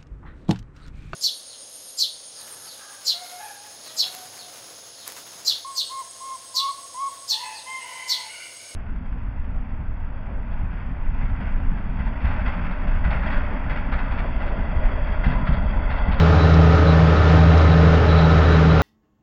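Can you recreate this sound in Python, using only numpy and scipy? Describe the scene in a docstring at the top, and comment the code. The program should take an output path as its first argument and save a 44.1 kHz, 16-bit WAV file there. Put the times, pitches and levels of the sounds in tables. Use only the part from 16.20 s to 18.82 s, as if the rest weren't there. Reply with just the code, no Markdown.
"""Diesel tractor pulling a potato harvester

Heard from the tractor on an open field: a six-cylinder engine hums at the firing rate, summed from cosines.
A geared tone beats slowly against its octave, and weaker cosines give uneven firing and a faint gear whine.
The machinery roars (noise bands), panels ring (resonated noise), a loose steel part rattles in bursts
(random knocks into modes) and stones tick on the web (a few touches into modes)."""
import sys
import numpy as np
from scipy import signal
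from scipy.io import wavfile

SR = 44100
rng = np.random.default_rng(int(sys.argv[2]) if len(sys.argv) > 2 else 0)


def unload_wav(signal):
    """Save mono or channel-first audio to the path in sys.argv[1] as 16-bit WAV at rate SR, clipped to [-1, 1]."""
    wavfile.write(
        sys.argv[1],
        SR,
        np.round(np.clip(np.atleast_2d(signal).T, -1, 1) * 32767).astype(np.int16),
    )


N = 115542


def from_db(db):
    """Decibels to gain."""
    return 10 ** (np.asarray(db) / 20)


def rms_one(x):
    """Scale to unit rms."""
    return x / np.sqrt(np.mean(x ** 2) + 1e-20)


def in_time(rows):
    """Interpolate a (seconds, value) curve to one value per sample."""
    seconds, value = np.transpose(rows)
    return np.interp(np.arange(N) / SR, seconds, value)


def drift(corner_hz):
    """Slow random curve of unit spread: noise through a two-pole lowpass, made at every 40th sample."""
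    step, settle = 40, 2000
    pole = np.exp(-2 * np.pi * corner_hz * step / SR)
    noise = rng.standard_normal(N // step + settle + 2)
    slow = signal.lfilter([1], [1, -2 * pole, pole * pole], noise)[settle:]
    return np.interp(np.arange(N) / step, np.arange(len(slow)), rms_one(slow - slow.mean()))


def ring(clicks, modes):
    """Clicks excite parallel two-pole modes, each a decaying sine."""
    out = 0
    for hz, db, t60_s in modes:
        pole = from_db(-60 / (t60_s * SR))
        w = 2 * np.pi * hz / SR
        feedback = [1, -2 * pole * np.cos(w), pole * pole]
        out = out + signal.lfilter([0, from_db(db) * np.sin(w)], feedback, clicks + 1e-18)
    return out


# Engine speed. Each row: time in seconds, firings per second.
FIRING_RATE = [(0, 80.1), (.35, 80.28), (.9, 80.03), (1.3, 80.42), (1.8, 80.35), (2.1, 79.9), (2.4, 79.3),
               (2.62, 79.6)]
CYLINDERS, FIRST_FIRING_S = 6, .005


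def engine_cycle():
    """Engine phase in radians: the integrated firing rate over the cylinder count."""
    firings = np.cumsum(in_time(FIRING_RATE)) / SR - FIRST_FIRING_S * FIRING_RATE[0][1]
    return 2 * np.pi * firings / CYLINDERS


# Firing tone. Each row: time in seconds, rms level in dB.
HUM_LEVEL = [(0.05, -13), (0.2, -14.5), (0.37, -12), (0.84, -15.5), (1.46, -10.5), (1.54, -15.5),
             (1.6, -11.5), (1.82, -16), (1.96, -13), (2.03, -18), (2.19, -13), (2.55, -17)]
OCTAVE_DB, GEARED_DB = -18, -22
GEARED_ORDER, GEARED_IN_STEP_S = 12.18, .38  # order: multiple of the engine cycle


def exhaust(cycle):
    """Firing tone, its octave in antiphase to sharpen troughs, and a geared tone beating with the octave."""
    firing = CYLINDERS * cycle
    hum = from_db(in_time(HUM_LEVEL)) * np.cos(firing)
    gap = (GEARED_ORDER - 2 * CYLINDERS) * (cycle - cycle[int(GEARED_IN_STEP_S * SR)])
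    octave = from_db(OCTAVE_DB) * np.cos(2 * firing)
    geared = from_db(GEARED_DB) * np.cos(2 * firing + gap)
    return np.sqrt(2) * (hum - octave - geared)


# Low tones from uneven cylinders. Each row: multiple of the engine cycle, mean level in dB.
UNEVEN_FIRING = [(3, -33), (7, -26.5), (9, -36), (11, -42), (13, -42), (15, -41)]
# Weaker engine and driveline tones. Each row: multiple of the engine cycle, mean level in dB.
DRIVELINE_TONES = [(16, -46.5), (18, -42.5), (19, -41.5), (20, -35.5), (22, -36), (23, -33.5), (24, -57),
                   (29, -35.5), (31, -44), (32, -30), (34, -33), (35, -43), (38, -40.5), (43, -39.5),
                   (44, -43), (46, -35), (47, -44.5), (53, -58), (57, -46.5), (58, -51), (60, -48.5),
                   (64, -40), (78, -43.5), (93, -37.5), (96, -38)]
# Gear whine tones, some between whole multiples of the engine cycle.
# Each row: multiple of the engine cycle, mean level in dB.
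GEAR_WHINE = [(41.5, -35.5), (104.75, -38), (114, -51.5), (132.5, -43)]
TONE_WAVER_DB, TONE_WANDER_RAD = 2, .25


def driveline(cycle):
    """Weaker tones that follow the engine cycle, each wavering in level and phase."""
    out = 0
    for order, db in UNEVEN_FIRING + DRIVELINE_TONES + GEAR_WHINE:
        level = from_db(db + TONE_WAVER_DB * drift(2.22))
        phase = rng.uniform(0, 2 * np.pi) + TONE_WANDER_RAD * drift(3.3)
        out = out + np.sqrt(2) * level * np.cos(order * cycle + phase)
    return out


# Machinery roar spectrum. Each row: frequency in Hz, relative density in dB per Hz.
ROAR_SPECTRUM = [(20, -13.5), (30, -19.5), (48, -18), (62, -15.5), (108, -16), (125, -7.5), (160, -8),
                 (215, -17), (285, -15), (347, -21.5), (433, -15.5), (674, -18.5), (1100, -22), (1300, -19),
                 (1630, -27), (2500, -32), (3600, -36.5), (4500, -45), (5500, -41), (6200, -54),
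                 (7300, -64.5)]
ROAR_DB, ROAR_PATCHY_DB = -20.5, 0.78
ROAR_FIRING_DB = -1.2  # negative: loudest in the troughs of the firing cosine


def roar(cycle):
    """Quarter-octave noise bands flicker partly together; those above 1 kHz puff with each firing."""
    together = drift(6)
    edges_hz = 18 * 2 ** np.arange(0, 9, 1 / 4)
    white = rng.standard_normal((2, N + SR))  # neighbouring bands take different noise
    at_hz, density_db = np.transpose(ROAR_SPECTRUM)
    puff_db = ROAR_FIRING_DB * np.cos(CYLINDERS * cycle)
    out = 0
    for k, (low, high) in enumerate(zip(edges_hz, edges_hz[1:])):
        bandpass = signal.butter(2, [low, high], "band", fs=SR, output="sos")
        band = signal.sosfilt(bandpass, white[k % 2])[SR:]
        level_db = np.interp(np.log(low * high) / 2, np.log(at_hz), density_db)
        flicker_db = ROAR_PATCHY_DB * (0.45 * together + drift(12))
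        out = out + band * from_db(level_db + flicker_db + puff_db * (low > 1000))
    return from_db(ROAR_DB) * rms_one(out)


# Ringing panels. Each row: frequency in Hz, width in Hz, mean level in dB.
PANEL_MODES = [(100, 10, -27), (288.5, 17, -38.5), (462, 16, -40.5), (612, 35, -38.5), (763.6, 17, -35.5),
               (1286, 26, -38.5), (1353, 87, -40), (1481, 30, -40.5), (1760, 21, -43)]
PANEL_CLATTER_DB = 2.5


def panels():
    """Ringing panels: noise through narrow two-pole resonances, each drifting in level."""
    white = rng.standard_normal(N + SR)
    out = 0
    for hz, width_hz, db in PANEL_MODES:
        pole = np.exp(-np.pi * width_hz / SR)
        feedback = [1, -2 * pole * np.cos(2 * np.pi * hz / SR), pole * pole]
        ringing = signal.lfilter([1, 0, -1], feedback, white)[SR:]
        out = out + from_db(db + PANEL_CLATTER_DB * drift(7.5)) * rms_one(ringing)
    return out


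# Rattle bursts of the loose part. Each row: time in seconds, level in dB.
RATTLE_LEVEL = [(0.0, -29), (0.03, -47), (0.17, -45), (0.2, -36), (0.23, -35), (0.29, -49), (0.34, -37.5),
                (0.36, -47), (0.64, -47), (0.69, -34.5), (0.74, -44), (0.85, -73), (0.97, -42), (1.06, -50),
                (1.1, -37), (1.12, -50), (1.34, -43), (1.41, -39), (1.47, -48), (1.52, -33.5), (1.55, -46),
                (1.77, -45), (1.8, -53), (1.9, -35.5), (1.95, -42), (1.99, -32.5), (2.02, -41), (2.05, -34),
                (2.08, -45), (2.12, -38), (2.14, -48), (2.18, -42), (2.22, -47), (2.25, -41), (2.3, -43),
                (2.33, -33.5), (2.41, -51), (2.52, -38), (2.57, -49), (2.62, -45)]
# Modes of the loose part. Each row: frequency in Hz, relative level in dB, t60 in seconds.
PART_MODES = [(3520, -9, .04), (3870, 0, .08), (3950, 0, .06), (4030, -5, .04)]
KNOCKS_PER_S, KNOCK_SPREAD_DB = 700, 1.5


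def rattle():
    """Random knocks of uneven size and either sign ring the loose steel part."""
    size_db = KNOCK_SPREAD_DB * np.minimum(rng.exponential(1, N), 4)
    sizes = from_db(size_db) * rng.choice([-1, 1], N)
    knocks = sizes * (rng.random(N) < KNOCKS_PER_S / SR)
    return rms_one(ring(knocks, PART_MODES)) * from_db(in_time(RATTLE_LEVEL))


# Stones ticking on the web. Each row: start in seconds, level in dB before random touch strength.
STONE_TICKS = [(.3386, -29), (.411, -37), (1.2027, -39), (1.3763, -29), (1.4144, -34)]
# Modes of the struck rod. Each row: frequency in Hz, level in dB, t60 in seconds.
ROD_MODES = [(4100, -7, .012), (4700, -9, .01), (5150, -6, .015), (5450, -5, .015), (5900, -8, .01)]


def ticks():
    """Short bright scuffs on a rod: four touches within 4 ms, the same pattern each time."""
    start_s, db = np.transpose(STONE_TICKS)
    clicks = np.zeros(N)
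    for late_s, strength in rng.uniform([0, -1], [.004, 1], (4, 2)):
        clicks[((start_s + late_s) * SR).astype(int)] += strength * from_db(db)
    return ring(clicks, ROD_MODES)


def scene():
    """Sum all sources, dry in the open."""
    cycle = engine_cycle()
    machinery = roar(cycle) + panels()
    return (exhaust(cycle) + driveline(cycle) + machinery + rattle() + ticks())[None]


MIC_ROLLOFF_HZ, CUTOFF_HZ = 5560, 7440
PEAK_LIMIT, OFFSET = .9, -.018


def record(dry):
    """The microphone dulls the treble, peaks are rounded, a small offset is added, the top is cut."""
    dull = signal.sosfilt(signal.butter(3, MIC_ROLLOFF_HZ, fs=SR, output="sos"), dry)
    rounded = PEAK_LIMIT * np.tanh(dull / PEAK_LIMIT)
    steep = signal.ellip(16, .5, 70, CUTOFF_HZ, fs=SR, output="sos")
    return signal.sosfilt(steep, rounded + OFFSET)


dry = scene()
out = record(dry)
unload_wav(out)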